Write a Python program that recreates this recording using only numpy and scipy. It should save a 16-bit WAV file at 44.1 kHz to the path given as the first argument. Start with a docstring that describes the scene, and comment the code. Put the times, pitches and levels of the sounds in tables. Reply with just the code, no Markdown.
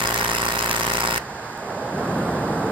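"""A harsh buzz close to a phone in a workshop, cut off at once; then fans alone, their low roar swelling.
A cleaning laser sweeps to and fro over a painted steel part. On each stroke the paint flares and goes out:
both edges push the air as pulses and make the flame flutter as shaped noise; bursts of grainy noise crackle.
The part rings and the room answers. The fans are coloured noise throughout; a rush of air and then a low
roar rise after the stop, with one faint tick."""
import sys
import numpy as np
from scipy import signal
from scipy.fft import rfft, irfft, next_fast_len
from scipy.io import wavfile
from scipy.ndimage import uniform_filter1d

SR = 44100
rng = np.random.default_rng(int(sys.argv[2]) if len(sys.argv) > 2 else 0)


def transcribe(signal):
    """Save signal, clipped to [-1, 1], as a 16-bit WAV file at the path in sys.argv[1]."""
    frames = np.atleast_2d(signal).T
    limited = np.clip(frames, -1, 1)
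    pcm = np.round(limited * 32767).astype(np.int16)
    wavfile.write(sys.argv[1], SR, pcm)


N = 119511

# the paint catches and goes out twice a sweep: into_sweep_s, push (signed strength: - flaring, + going out)
EDGES = [(.00495, .92), (.01516, -1.08), (.02204, .95), (.0328, -.83)]
# crackle of one sweep: into_sweep_s, level_db (relative), rise_s, decay_s
BURSTS = [(.0007, -5, 0.00087, 0.00068), (.0035, -5.5, 0.00083, 0.00072), (.005, 1, 0.00064, 0.0018),
          (0.0151, -5.5, 0.00053, 0.00088), (0.0166, -17, 0.0011, 0.0011), (0.0224, -3, 0.0012, 0.0015),
          (0.025, -7.5, 0.00056, 0.001), (0.0323, -8, .0007, 0.00049)]
# flakes of paint that burst apart from the sweep pattern: start_s, level_db (relative)
POPS = [(0.7125, 2.5), (0.7817, -5), (1.11, -10)]
SWEEP_HZ, STOP_S = 28.982, 1.181
JITTER_S, PUSH_SCATTER_DB, CRACKLE_SCATTER_DB = .00005, 1.2, 1.1  # chance from stroke to stroke
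FLAME_DECAY_S, FLAME_HOLD, FLAME_HOLD_S = 0.00076, 0.88, .007  # flutter after an edge, and while burning
POP_RISE_S, POP_DECAY_S = 0.00026, 0.00045


def near(when):
    """Samples from 10 ms before to 20 ms after an event."""
    return slice(max(int((when - .01) * SR), 0), int((when + .02) * SR))


def burst(age, rise, decay):
    """Exponential growth up to age 0, then exponential decay."""
    return np.exp(np.minimum(age / rise, -age / decay))


def sweeps():
    """Every stroke until the beam stops: pushes on the air, and envelopes of the crackle and the flame."""
    t = np.arange(N) / SR
    push, spit, flame = np.zeros((3, N))
    for start in np.arange(0, STOP_S, 1 / SWEEP_HZ):
        for (at, sign), chance in zip(EDGES, rng.standard_normal((len(EDGES), 2))):
            when = start + at + JITTER_S * chance[0]
            if when < STOP_S:
                age = t[near(when)] - when
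                push[int(when * SR)] += sign * undb(PUSH_SCATTER_DB * chance[1])
                flare = np.exp(-abs(age) / FLAME_DECAY_S)
                burning = FLAME_HOLD * (sign < 0) * (age < FLAME_HOLD_S)
                flame[near(when)] += abs(sign) * (age > 0) * (flare + burning)
        for (at, db, rise, decay), chance in zip(BURSTS, rng.standard_normal(len(BURSTS))):
            when = start + at
            if when < STOP_S:
                gain = undb(db + CRACKLE_SCATTER_DB * chance)
                spit[near(when)] += gain * burst(t[near(when)] - when, rise, decay)
    for when, db in POPS:
        spit[near(when)] += undb(db) * burst(t[near(when)] - when, POP_RISE_S, POP_DECAY_S)
    return push, spit, flame


# colour of the pushes on the air: freq_hz, gain_db (relative)
PUSH_COLOUR = [(20, -45), (40, -25), (58, -4), (120, 2), (250, 2), (345, 1), (400, -1.5), (500, -6),
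               (600, -5.5), (690, -1.5), (800, -1), (1000, -5), (1250, -2), (1550, -4), (2200, -13),
               (4000, -24), (16000, -49)]
# colour of the crackle: freq_hz, gain_db (relative)
CRACKLE_COLOUR = [(200, -27), (1000, 1.5), (1900, 5.5), (2600, 5), (3400, -3.5), (4300, -2.5), (6500, 1),
                  (8500, -1), (10500, -2.5), (12200, -2.5), (13700, -2), (14700, -13), (16000, -1)]
# colour of the fluttering flame: freq_hz, gain_db (relative)
FLAME_COLOUR = [(30, -34), (100, -7.5), (300, -8.5), (600, -2), (1000, -3.5), (1500, 3.5), (1720, -6.5),
                (1900, 4), (2400, -6), (4000, -11.5), (16000, -28)]
# surfaces nearby that return the pushes: delay_s, gain (signed factor)
ECHOES = [(.00203, .29), (.00733, .08), (.00836, -.16)]
PUSH_DB, CRACKLE_DB, FLAME_DB = -31.5, -31.5, -34  # RMS over the whole scene
GRAIN_DB = 4.2  # greatest swing of the grains, redrawn every 8 samples
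CRACKLE_SPREAD, FLAME_SPREAD, BUZZ_WIDE_HZ = 0.51, 0.73, 1077  # side gains; where the left starts to lag
ROOM_T60_S, ROOM_PUSH_DB, ROOM_FLAME_DB, ROOM_CRACKLE_DB = 0.26, -14.5, -7, -21
NEAR_T60_S, NEAR_DB = 0.041, -14  # quick scatter of the crackle off things close by


def nearby_echoes(f):
    """Direct sound plus delayed copies, as a gain over frequency."""
    return 1 + sum(gain * np.exp(-2j * np.pi * f * delay) for delay, gain in ECHOES)


def laser():
    """Pressure pulses, fluttering flame and grainy crackle, heard with the steel and the room."""
    push, spit, flame = sweeps()
    grain_db = GRAIN_DB * np.repeat(2 * rng.random(N // 8 + 1) - 1, 8)[:N]
    grains = rng.standard_normal((2, N)) * undb(grain_db)
    crackle = level(steel(flicker(colour(spit * grains, CRACKLE_COLOUR))), CRACKLE_DB)
    flutter = level(steel(colour(flame * rng.standard_normal((2, N)), FLAME_COLOUR)), FLAME_DB)
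    thumps = spectral(steel(colour(push, PUSH_COLOUR)), nearby_echoes)
    thumps = level(thumps[0], PUSH_DB)

    sent = undb(ROOM_PUSH_DB) * thumps + undb(ROOM_FLAME_DB) * flutter[0]
    sent = sent + undb(ROOM_CRACKLE_DB) * crackle[0]
    airy = spectral(sent, lambda f: f / (f + 250))  # less bass in the tail

    def tail():
        return room(airy, ROOM_T60_S) + undb(NEAR_DB) * room(crackle[0], NEAR_T60_S)

    mid = thumps + flutter[0] + crackle[0] + tail()
    side = CRACKLE_SPREAD * crackle[1] + FLAME_SPREAD * flutter[1] + tail()
    return ports(mid, side, BUZZ_WIDE_HZ, bass_side_db=-25.5)


TOP_HZ = 15750  # top of the microphone's range
FLICKER_DB, FLICKER_PER_S, BAND_STEP_HZ = 2.8, 70, 450


def flicker(x):
    """No two bursts share a colour: overlapping narrow bands of the crackle rise and fall on their own."""
    total = 0
    for hz in np.arange(0, TOP_HZ + BAND_STEP_HZ, BAND_STEP_HZ):
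        band = spectral(x, lambda f: np.maximum(1 - abs(f - hz) / BAND_STEP_HZ, 0))
        total = total + band * undb(FLICKER_DB * np.clip(walk(FLICKER_PER_S), -2, 2))
    return total


# rings of the struck part: pitch_hz, t60_s, gain (factor)
RINGS = [(968, 0.033, 0.5), (1090, 0.037, 0.66), (1823, 0.045, 0.94), (2630, .025, .3), (4065, 0.024, 0.69),
         (5044, 0.0086, 1.3), (8100, 0.022, .65)]


def steel(x):
    """The part rings briefly at a few pitches: resonances added to the direct sound."""
    def response(f):
        return 1 + sum(g / (1 + 2j * np.pi * (f - hz) * t60 / np.log(1000)) for hz, t60, g in RINGS)
    return spectral(x, response)


# colour of the steady fans: freq_hz, gain_db (relative)
FANS_COLOUR = [(20, -33), (45, -7.5), (70, -3), (120, 2.5), (180, 0.5), (300, -1), (650, 0), (800, 3),
               (1050, 0), (1300, -3), (1650, -1), (1950, -8.5), (2300, -10.5), (2900, -18.5), (3900, -22),
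               (4900, -19), (6500, -18), (8500, -24.5), (12000, -30.5), (14000, -29), (16000, -51)]
# colour of the rush of air: freq_hz, gain_db (relative)
RUSH_COLOUR = [(60, -39), (130, -13), (280, -13), (420, 0.5), (650, -1), (850, -2.5), (1050, -15.5),
               (1600, -21), (3000, -42), (16000, -62)]
# colour of the low turbulent roar: freq_hz, gain_db (relative)
ROAR_COLOUR = [(20, -38), (45, -23), (80, -6), (130, 1), (180, 4.5), (280, -1), (450, -4), (800, -12),
               (1050, -9.5), (1250, -12), (1550, -13.5), (2000, -26), (3000, -33.5), (5000, -39.5),
               (8500, -37), (12500, -40.5), (16000, -60)]
# swell of the rush: time_s, gain_db
RUSH_SWELL = [(1.2, -34), (1.52, -21.5), (1.62, -6.5), (1.7, -0.5), (1.8, -.5), (2.0, 2), (2.4, 1.5),
              (2.7, 3)]
# swell of the low roar, which comes later: time_s, gain_db
ROAR_SWELL = [(1.2, -24.5), (1.58, -24), (1.72, -12.5), (1.88, -8.5), (2.03, -1), (2.22, 1), (2.45, 0),
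              (2.7, -0.5)]
# part of the air noise the two ports do not share: freq_hz, gain_db
FANS_SIDE = [(60, -26), (500, -30), (1000, -7), (1800, -13), (2600, -3), (3800, 2.5), (5000, 5),
             (6000, -23.5), (16000, -29)]
# balance of the machine: freq_hz, left_minus_right_db
FANS_BALANCE = [(60, 0), (110, 0.0), (200, 0.0), (380, 0.0), (700, -5.5), (1290, -5), (2380, -2),
                (4400, -3.5), (8120, 0.0), (15000, -0.5)]
FANS_DB, RUSH_DB, ROAR_DB = -34, -31.5, -25  # RMS before swell, wander and stereo
FANS_WIDE_HZ = 2184


def air(points, db):
    """Turbulence: two independent channels of coloured noise."""
    return level(colour(rng.standard_normal((2, N)), points), db)


def machine():
    """Steady fans, a little to the right; after the beam stops a rush of air rises, then a low roar."""
    t = np.arange(N) / SR
    rush_db = np.interp(t, *np.array(RUSH_SWELL).T)
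    roar_db = np.interp(t, *np.array(ROAR_SWELL).T)
    fans = air(FANS_COLOUR, FANS_DB) * undb(0.15 * walk(12.8))
    rush = air(RUSH_COLOUR, RUSH_DB) * undb(rush_db + 0.55 * walk(34.95))
    roar = air(ROAR_COLOUR, ROAR_DB) * undb(roar_db)
    mid, side = fans + rush + roar
    pair = ports(mid, colour(side, FANS_SIDE), FANS_WIDE_HZ, bass_side_db=-40.0)
    halves = np.array([[.5], [-.5]])  # left up, right down by half the difference
    return spectral(pair, lambda f: undb(halves * curve(f, FANS_BALANCE)))


TICK_S, TICK_GAIN_DB, TICK_DECAY_S = 1.576, -29, .0016


def tick():
    """One faint, soft tick after the stop: a decaying snap of noise, filtered at both ends."""
    age = np.arange(N) / SR - TICK_S
    snap = rng.standard_normal((2, N)) * (age > 0) * np.exp(-abs(age) / TICK_DECAY_S)
    return undb(TICK_GAIN_DB) * spectral(snap, lambda f: f / (f + 3000) / (1 + (f / 12000) ** 4))


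def room(x, t60):
    """Diffuse tail of the workshop: decaying noise of unit energy, starting after 2 ms."""
    t = np.arange(SR // 2) / SR
    tail = rng.standard_normal(len(t)) * np.exp(-np.log(1000) * t / t60) * (t > .002)
    return convolve(x, tail / np.linalg.norm(tail))


PORT_LAG_S = .000243


def ports(mid, side, wide_hz, bass_side_db):
    """Two microphone ports: the bass is mostly shared; in the treble the left lags and the two differ."""
    def lag(f):
        return np.exp(-2j * np.pi * f * PORT_LAG_S * np.clip((f - wide_hz) / 300 + .5, 0, 1))
    side = spectral(side, lambda f: np.clip((f - 500) / 350, undb(bass_side_db), 1))
    return np.vstack([spectral(mid + side, lag), mid - side])


def undb(db):
    """Amplitude factor from dB."""
    return 10 ** (np.asarray(db) / 20)


def level(x, db):
    """Scale to an RMS level in dB."""
    return x * undb(db) / np.sqrt(np.mean(x ** 2))


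def curve(f, points):
    """dB at frequencies f, read from (Hz, dB) points on a log frequency axis."""
    hz, db = np.array(points).T
    return np.interp(np.log(np.maximum(f, 1)), np.log(hz), db)


def spectral(x, gain):
    """Filter by a complex gain given as a function of frequency."""
    size = next_fast_len(N + SR // 2)
    return irfft(rfft(x, size) * gain(np.arange(size // 2 + 1) * SR / size), size)[..., :N]


def colour(x, points):
    """Causal minimum-phase filter through (Hz, dB) points, by folding the cepstrum."""
    size = 8192
    cepstrum = irfft(np.log(undb(curve(np.arange(size // 2 + 1) * SR / size, points))))
    cepstrum[1:size // 2] *= 2
    cepstrum[size // 2 + 1:] = 0
    return convolve(x, irfft(np.exp(rfft(cepstrum))))


def convolve(x, response):
    """Convolve each channel with a response, kept to the scene's length."""
    return signal.fftconvolve(np.atleast_2d(x), np.atleast_2d(response), axes=-1)[:, :N]


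def walk(rate):
    """Slow random wander with a spread of 1: chance steps, rate per second, smoothed twice."""
    k = max(int(SR / rate), 1)
    steps = np.repeat(rng.standard_normal(N // k + 1), k)
    wander = uniform_filter1d(uniform_filter1d(steps, k), k)[:N]
    return wander / wander.std()


def scene():
    """The laser on the steel, the machine's air and the tick."""
    return laser() + machine() + tick()


def record(dry):
    """The phone cuts the top: a steep low-pass."""
    return signal.sosfilt(signal.ellip(10, .2, 80, TOP_HZ, fs=SR, output="sos"), dry)


dry = scene()
out = record(dry)
transcribe(out)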